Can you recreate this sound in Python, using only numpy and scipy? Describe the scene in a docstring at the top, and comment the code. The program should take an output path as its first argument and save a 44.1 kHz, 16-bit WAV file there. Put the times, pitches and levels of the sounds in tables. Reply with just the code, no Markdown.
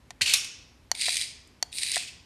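"""A plastic toy snake skids, slaps and clacks on a stone floor after a cat swats it, then wriggles twice.
Its body is noise cut into dense ticks and single cracks, filtered to sound like plastic; its gears sizzle.
A button close to the microphone, first faint and then twice loud, is a set of dying tones with a scratchy edge.
The paw is a sinking thud and a hollow knock. A hard room rings after snake and button, over rumble and hum."""
import sys
import numpy as np
from scipy import signal
from scipy.fft import rfft, irfft
from scipy.io import wavfile

SR = 44100
rng = np.random.default_rng(int(sys.argv[2]) if len(sys.argv) > 2 else 0)


def put_to_file(sound):
    """Save the sound as 16-bit audio at rate SR, in the file named by the first command-line argument."""
    columns = np.atleast_2d(sound).T  # one column per channel
    safe = np.clip(columns, -1, 1)
    whole_steps = np.round(safe * 32767)
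    wavfile.write(sys.argv[1], SR, whole_steps.astype(np.int16))


N = 99225  # length of the scene in samples
SHORT = np.arange(SR // 8) / SR  # time axis of one contact (s)


def amp(db):
    """Turn decibels into a gain."""
    return 10 ** (np.asarray(db) / 20)


def unit(x):
    """Scale to an rms (average strength) of 1."""
    return x / np.sqrt(np.mean(x ** 2) + 1e-20)


def along(points, hz):
    """Read a curve of (Hz, value) points at any frequency, on a log axis."""
    point_hz, values = np.transpose(points)
    return np.interp(np.log(hz + 1), np.log(point_hz + 1), values)


def fade(t, t60):
    """Silence before t = 0, then a steady dying away by 60 dB in t60 seconds."""
    return (t >= 0) * np.exp(-np.log(1000) * np.abs(t) / t60)


def coloured(x, points):
    """Filter to a (Hz, dB) curve, using only past sound and keeping the power of white noise."""
    size = 4096
    gain = unit(amp(along(points, np.fft.rfftfreq(size, 1 / SR))))
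    # folding the cepstrum (spectrum of the log gain) makes the filter respond as early as it can
    cepstrum = irfft(np.log(gain), size)
    cepstrum[1:size // 2] *= 2
    cepstrum[size // 2 + 1:] = 0
    response = irfft(np.exp(rfft(cepstrum)), size)
    return signal.oaconvolve(x, response)[:N]


def placed(sounds):
    """Add up (start in seconds, short sound) pairs on the time line."""
    out = np.zeros(N + SR)
    for s, sound in sounds:
        out[round(s * SR):][:len(sound)] += sound
    return out[:N]


def ring(modes, rise):
    """After one blow a body sounds several dying tones, each level varied a little at random."""
    tones = 0
    for hz, db, t60 in modes:
        level = amp(db + rng.normal())
        tones = tones + level * np.sin(2 * np.pi * hz * SHORT) * fade(SHORT, t60)
    return (1 - np.exp(-SHORT / rise)) * tones


def cracks(rows, t60):
    """Each (start, dB) hit is a burst of random plus and minus signs under a smooth decay."""
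    decay = fade(SHORT, t60) * (1 - np.exp(-SHORT / 0.00014))  # attack in s
    power = placed((s, (amp(db) * decay) ** 2) for s, db in rows)
    return np.sign(rng.standard_normal(N)) * np.sqrt(power)


def ticks(rate, spread_db, t60):
    """Many tiny hits at random moments, rate per second, shape noise into a stream of rms 1."""
    strength = amp(spread_db * np.clip(rng.standard_normal(N), -2, 2))
    hits = (rng.random(N) < rate / SR) * strength
    power = signal.oaconvolve(hits ** 2, fade(SHORT, t60) ** 2)[:N]
    return unit(np.sqrt(np.abs(power)) * rng.standard_normal(N))


def movement(rows, rise, fall_db_per_s):
    """Loudness of movements that swell for up to rise seconds and run out after their length."""
    t = np.arange(SR * 3 // 4) / SR
    start_db = 20.5 * np.clip(1 - t / rise, 0, 1) ** 2  # starts 20.5 dB down
    powers = []
    for s, length, db in rows:
        fall_db = fall_db_per_s * np.maximum(t - length, 0)
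        powers.append((s, amp(db - start_db - fall_db) ** 2))
    return np.sqrt(placed(powers))


def room_tone():
    """Filtered noise makes a low rumble with faint hiss; a steady sine makes a faint hum."""
    # Colour of the background noise. Each row: frequency in Hz, relative level in dB per Hz.
    floor_colour = [(15, -43), (25, -6.5), (77, -2), (123, -8.5), (257, -15.5), (300, -14), (770, -24),
                    (833, -23), (1030, -22), (1330, -26.5), (1780, -25), (2030, -27), (2190, -26),
                    (7910, -37.5), (13000, -42)]
    floor_db, hum_hz, hum_db = -58, 248.7, -67.5
    highpass = signal.butter(4, 36, "high", fs=SR, output="sos")  # cutoff in Hz
    noise = signal.sosfilt(highpass, coloured(rng.standard_normal(N), floor_colour))
    hum = np.sin(2 * np.pi * hum_hz * np.arange(N) / SR)
    return amp(floor_db) * unit(noise) + amp(hum_db) * hum


def button():
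    """Each press snaps and rings one note with a scratchy edge; low knocks dull the first and mark returns."""
    # Button going down. Each row: start in seconds, snap level in dB, ringing note level in dB.
    presses = [(0.1055, -27, -46), (0.9155, -4.5, -15), (1.6267, -6.5, -14.5)]
    # Tones of the snap. Each row: frequency in Hz, relative level in dB, time to fall 60 dB in seconds.
    snap = [(760, -23, 0.024), (890, -17, .012), (1620, -11.5, 0.0054), (1895, -13, 0.01),
            (3400, -20, .008), (5830, -13.5, 0.017), (6320, 5.5, 0.0033), (6870, -11, 0.009),
            (8660, -11.5, .007), (9170, -13, .007), (12300, -14.5, 0.004)]
    # Low knock of the button: under the faint first press, then at each return.
    # Each row: start in seconds, level in dB.
    knocks = [(0.1064, -41), (1.0826, -26.5), (1.9664, -25)]
    # Tones of the low knock. Each row: frequency in Hz, relative level in dB, 60 dB fall in seconds.
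    knock_tones = [(480, -26.5, .018), (709, 4.5, 0.023), (964, -4, 0.024), (1410, -8.5, 0.036),
                   (1840, 7.5, .016), (1990, 3, 0.029)]
    # Scratchy edge of each press. Each row: start in seconds, level in dB.
    grit = [(0.1057, -36), (0.9152, -29.5), (1.6263, -31.5)]
    # Colour of that edge. Each row: frequency in Hz, relative level in dB per Hz.
    grit_colour = [(200, -23), (900, 4.5), (1300, -3.5), (2200, 2), (3000, 4.5), (4500, 2), (7000, 0),
                   (10000, -10.5), (13000, -22.5)]
    note_hz, note_t60_s, note_rise_s = 4434, 0.018, 0.00023

    snaps = []
    for s, db, note_db in presses:
        snap_sound = amp(db) * ring(snap, rise=0.00043)
        note = amp(note_db) * ring([(note_hz, 0, note_t60_s)], note_rise_s)
        snaps.append((s, snap_sound + note))
    low_knocks = [(s, amp(db) * ring(knock_tones, rise=0.0007)) for s, db in knocks]
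    scratch = coloured(cracks(grit, t60=0.027), grit_colour)
    clicks = placed(snaps) + placed(low_knocks) + scratch
    # the small housing gives little below 362 Hz
    highpass = signal.butter(2, 362, "high", fs=SR, output="sos")
    return signal.sosfilt(highpass, clicks)


def room(x):
    """A hard room's tail: noise that dies away after a short delay, the treble first."""
    # How long the room rings. Each row: frequency in Hz, time to fall 60 dB in seconds.
    room_t60 = [(300, 0.69), (2500, 0.63), (5500, 0.61), (9000, 0.38), (13000, 0.23)]
    delay_s = 0.012
    hz, t, bands = signal.stft(rng.standard_normal(SR), SR, nperseg=256)
    dying_bands = bands * fade(t, along(room_t60, hz)[:, None])
    tail = signal.istft(dying_bands, SR, nperseg=256)[1]
    tail = np.pad(tail / np.linalg.norm(tail), (int(delay_s * SR), 0))
    return signal.fftconvolve(x, tail)[:N]


def room_echo(driven, struck, clicks):
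    """Echo of the snake and, more weakly, of the button, with the room's own colour."""
    # Colour of the button's echo. Each row: frequency in Hz, relative level in dB.
    button_echo = [(300, -5), (800, -3), (2000, -2.5), (3500, 1.5), (4300, -3), (4700, 0.5), (5500, -12),
                   (7000, -8.5), (9000, -4), (13000, -4)]
    # Colour of the whole echo. Each row: frequency in Hz, relative level in dB.
    room_colour = [(300, 1.5), (1200, 3), (2500, -1.5), (3300, 2), (3900, -6.5), (5200, 2.5), (6600, 2),
                   (9000, 0), (12500, 2)]
    driven_db, struck_db, button_db = -8.5, -8, -23.5
    into_room = amp(driven_db) * driven + amp(button_db) * coloured(clicks, button_echo)
    echo = room(into_room) + room(amp(struck_db) * struck)
    return coloured(echo, room_colour)


def paw():
    """The paw knocks on the hollow head, which rings, and adds a soft thud whose pitch sinks."""
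    # Tones of the hollow head. Each row: frequency in Hz, relative level in dB, 60 dB fall in seconds.
    head = [(620, -19.5, 0.027), (1030, -18, 0.051), (1590, -4, 0.029), (1930, -0.5, 0.023),
            (2350, -2, 0.042)]
    head_s, head_db = 0.2098, -18.5
    thud_s, thud_db, thud_t60_s = 0.214, -36.5, 0.14
    start_hz, end_hz, sag_s = 230, 75, 0.0086  # sag_s: how quickly the pitch sinks

    hz = end_hz + (start_hz - end_hz) * np.exp(-SHORT / sag_s)
    tone = np.sin(2 * np.pi * np.cumsum(hz) / SR)
    thud = amp(thud_db) * tone * fade(SHORT, thud_t60_s) * (1 - np.exp(-SHORT / 0.0024))
    knock = amp(head_db) * ring(head, rise=0.0014)
    return placed([(thud_s, thud), (head_s, knock)])


def swat():
    """The snake skids, shoved or coasting, in a dense clatter of ticks and slaps the floor in cracks."""
    # Sliding along the floor. Each row: start in seconds, length in seconds, level in dB.
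    skids = [(0.2105, 0.012, -27), (0.2155, 0.0054, -20), (0.258, 0.045, -24.5), (0.31, 0.061, -28.5),
             (1.985, 0.048, -40), (2.07, 0.017, -42.5)]
    # Colour of the sliding. Each row: frequency in Hz, relative level in dB per Hz.
    sliding = [(200, -25), (700, -24), (1300, -21), (1700, -13), (2100, -5.5), (2600, 3.5), (3300, -4.5),
               (4300, 1), (5300, -8), (7000, -8.5), (9300, -9.5), (10500, -20), (13000, -22.5)]
    # The body slapping the floor. Each row: start in seconds, level in dB.
    slaps = [(0.3368, -10), (0.3395, -17.5), (0.3430, -20), (0.4448, -30)]
    # Colour of the slaps. Each row: frequency in Hz, relative level in dB per Hz.
    slapping = [(300, -33), (1100, -14.5), (1900, -12), (2550, 0), (3100, -6.5), (3700, 1), (4500, -2),
                (5700, 0), (7000, -4), (9800, -3), (10800, -15.5), (13000, -13)]
    loudness = movement(skids, rise=0.0013, fall_db_per_s=613)
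    skid = loudness * ticks(rate=2000, spread_db=2, t60=0.027)
    return coloured(skid, sliding) + coloured(cracks(slaps, t60=0.038), slapping)


def wriggle():
    """Gears sizzle and segments tick against each other, with clacks as joints hit their stops."""
    # The snake driven by its motor. Each row: start in seconds, length in seconds, level in dB.
    wriggles = [(0.945, 0.18, -28), (1.13, 0.095, -31.5), (1.718, 0.25, -33.5)]
    # Colour of the rattling segments. Each row: frequency in Hz, relative level in dB per Hz.
    joints = [(300, -28.5), (1200, -28.5), (1600, -15), (2000, -3), (2450, 3), (3000, -7), (3500, -1.5),
              (3950, 8.5), (4250, 1), (4650, 5.5), (5700, -7), (7700, -5.5), (8700, 0.5), (9500, -5.5),
              (10500, -13), (13000, -28)]
    # The motor's gears running. Each row: start in seconds, length in seconds, level in dB.
    gear_runs = [(0.947, 0.15, -45), (1.06, 0.13, -37.5), (1.715, 0.25, -40.5)]
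    # Colour of the gears. Each row: frequency in Hz, relative level in dB per Hz.
    gearing = [(1500, -29), (3400, -7), (3980, -6), (4300, -16), (4700, -24), (5500, -14), (7700, -11.5),
               (8700, 3.5), (9500, 1), (10500, -9.5), (12500, -15.5)]
    # A joint hitting its stop. Each row: start in seconds, level in dB.
    clacks = [(0.9503, -27.5), (0.9645, -51), (0.9975, -36), (1.005, -32), (1.0123, -16.5), (1.0195, -19),
              (1.0258, -35), (1.0338, -42), (1.056, -23.5), (1.0636, -19), (1.0923, -19), (1.1036, -30),
              (1.1228, -31), (1.1435, -26.5), (1.1564, -19.5), (1.1685, -15), (1.1774, -24), (1.2058, -27),
              (1.2128, -19.5), (1.2209, -20.5), (1.7275, -31.5), (1.7839, -20.5), (1.7882, -28),
              (1.8174, -27.5), (1.8312, -20), (1.8333, -19), (1.8629, -25), (1.9044, -29), (1.9175, -18.5),
              (1.9387, -22), (1.9448, -21), (1.9503, -26.5), (1.9581, -16.5), (1.9649, -19.5),
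              (1.977, -21.5), (2.079, -53)]
    # Colour of the clacks. Each row: frequency in Hz, relative level in dB per Hz.
    clacking = [(300, -27), (1200, -24), (1600, -16), (2000, -1), (2450, 2.5), (3000, -3), (3500, 2),
                (3950, 3.5), (4300, -1), (4800, 3), (5700, -4.5), (7700, -4), (8700, 4), (9500, -4.5),
                (10500, -11), (13000, -22)]

    rattle_loudness = movement(wriggles, rise=0.13, fall_db_per_s=246)
    rattle = rattle_loudness * ticks(rate=1500, spread_db=3.5, t60=0.0079)
    gear_loudness = movement(gear_runs, rise=0.043, fall_db_per_s=262)
    gears = gear_loudness * ticks(rate=4900, spread_db=1.5, t60=0.0079)
    stops = coloured(cracks(clacks, t60=0.016), clacking)
    return coloured(rattle, joints) + coloured(gears, gearing) + stops


def settling():
    """The resting snake creaks faintly: quiet cracks with a bright colour."""
    # The creaks. 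Each row: start in seconds, level in dB.
    creaks = [(1.474, -52), (1.479, -82)]
    # Colour of the creaks. Each row: frequency in Hz, relative level in dB per Hz.
    creak_colour = [(1000, -30), (5000, -15.5), (8000, 3), (10000, -6), (13000, -12)]
    return coloured(cracks(creaks, t60=0.023), creak_colour)


def scene():
    """The snake is out in the room, the button close and nearly without echo, the paw without any."""
    driven = wriggle() + settling()
    struck = swat()
    clicks = button()
    echo = room_echo(driven, struck, clicks)
    return (driven + struck + clicks + paw() + echo + room_tone())[None]


def record(dry):
    """A steep low-pass filter removes nearly everything above 13000 Hz."""
    lowpass = signal.ellip(10, 0.1, 80, 13000, fs=SR, output="sos")
    return signal.sosfilt(lowpass, dry)


dry = scene()
out = record(dry)
put_to_file(out)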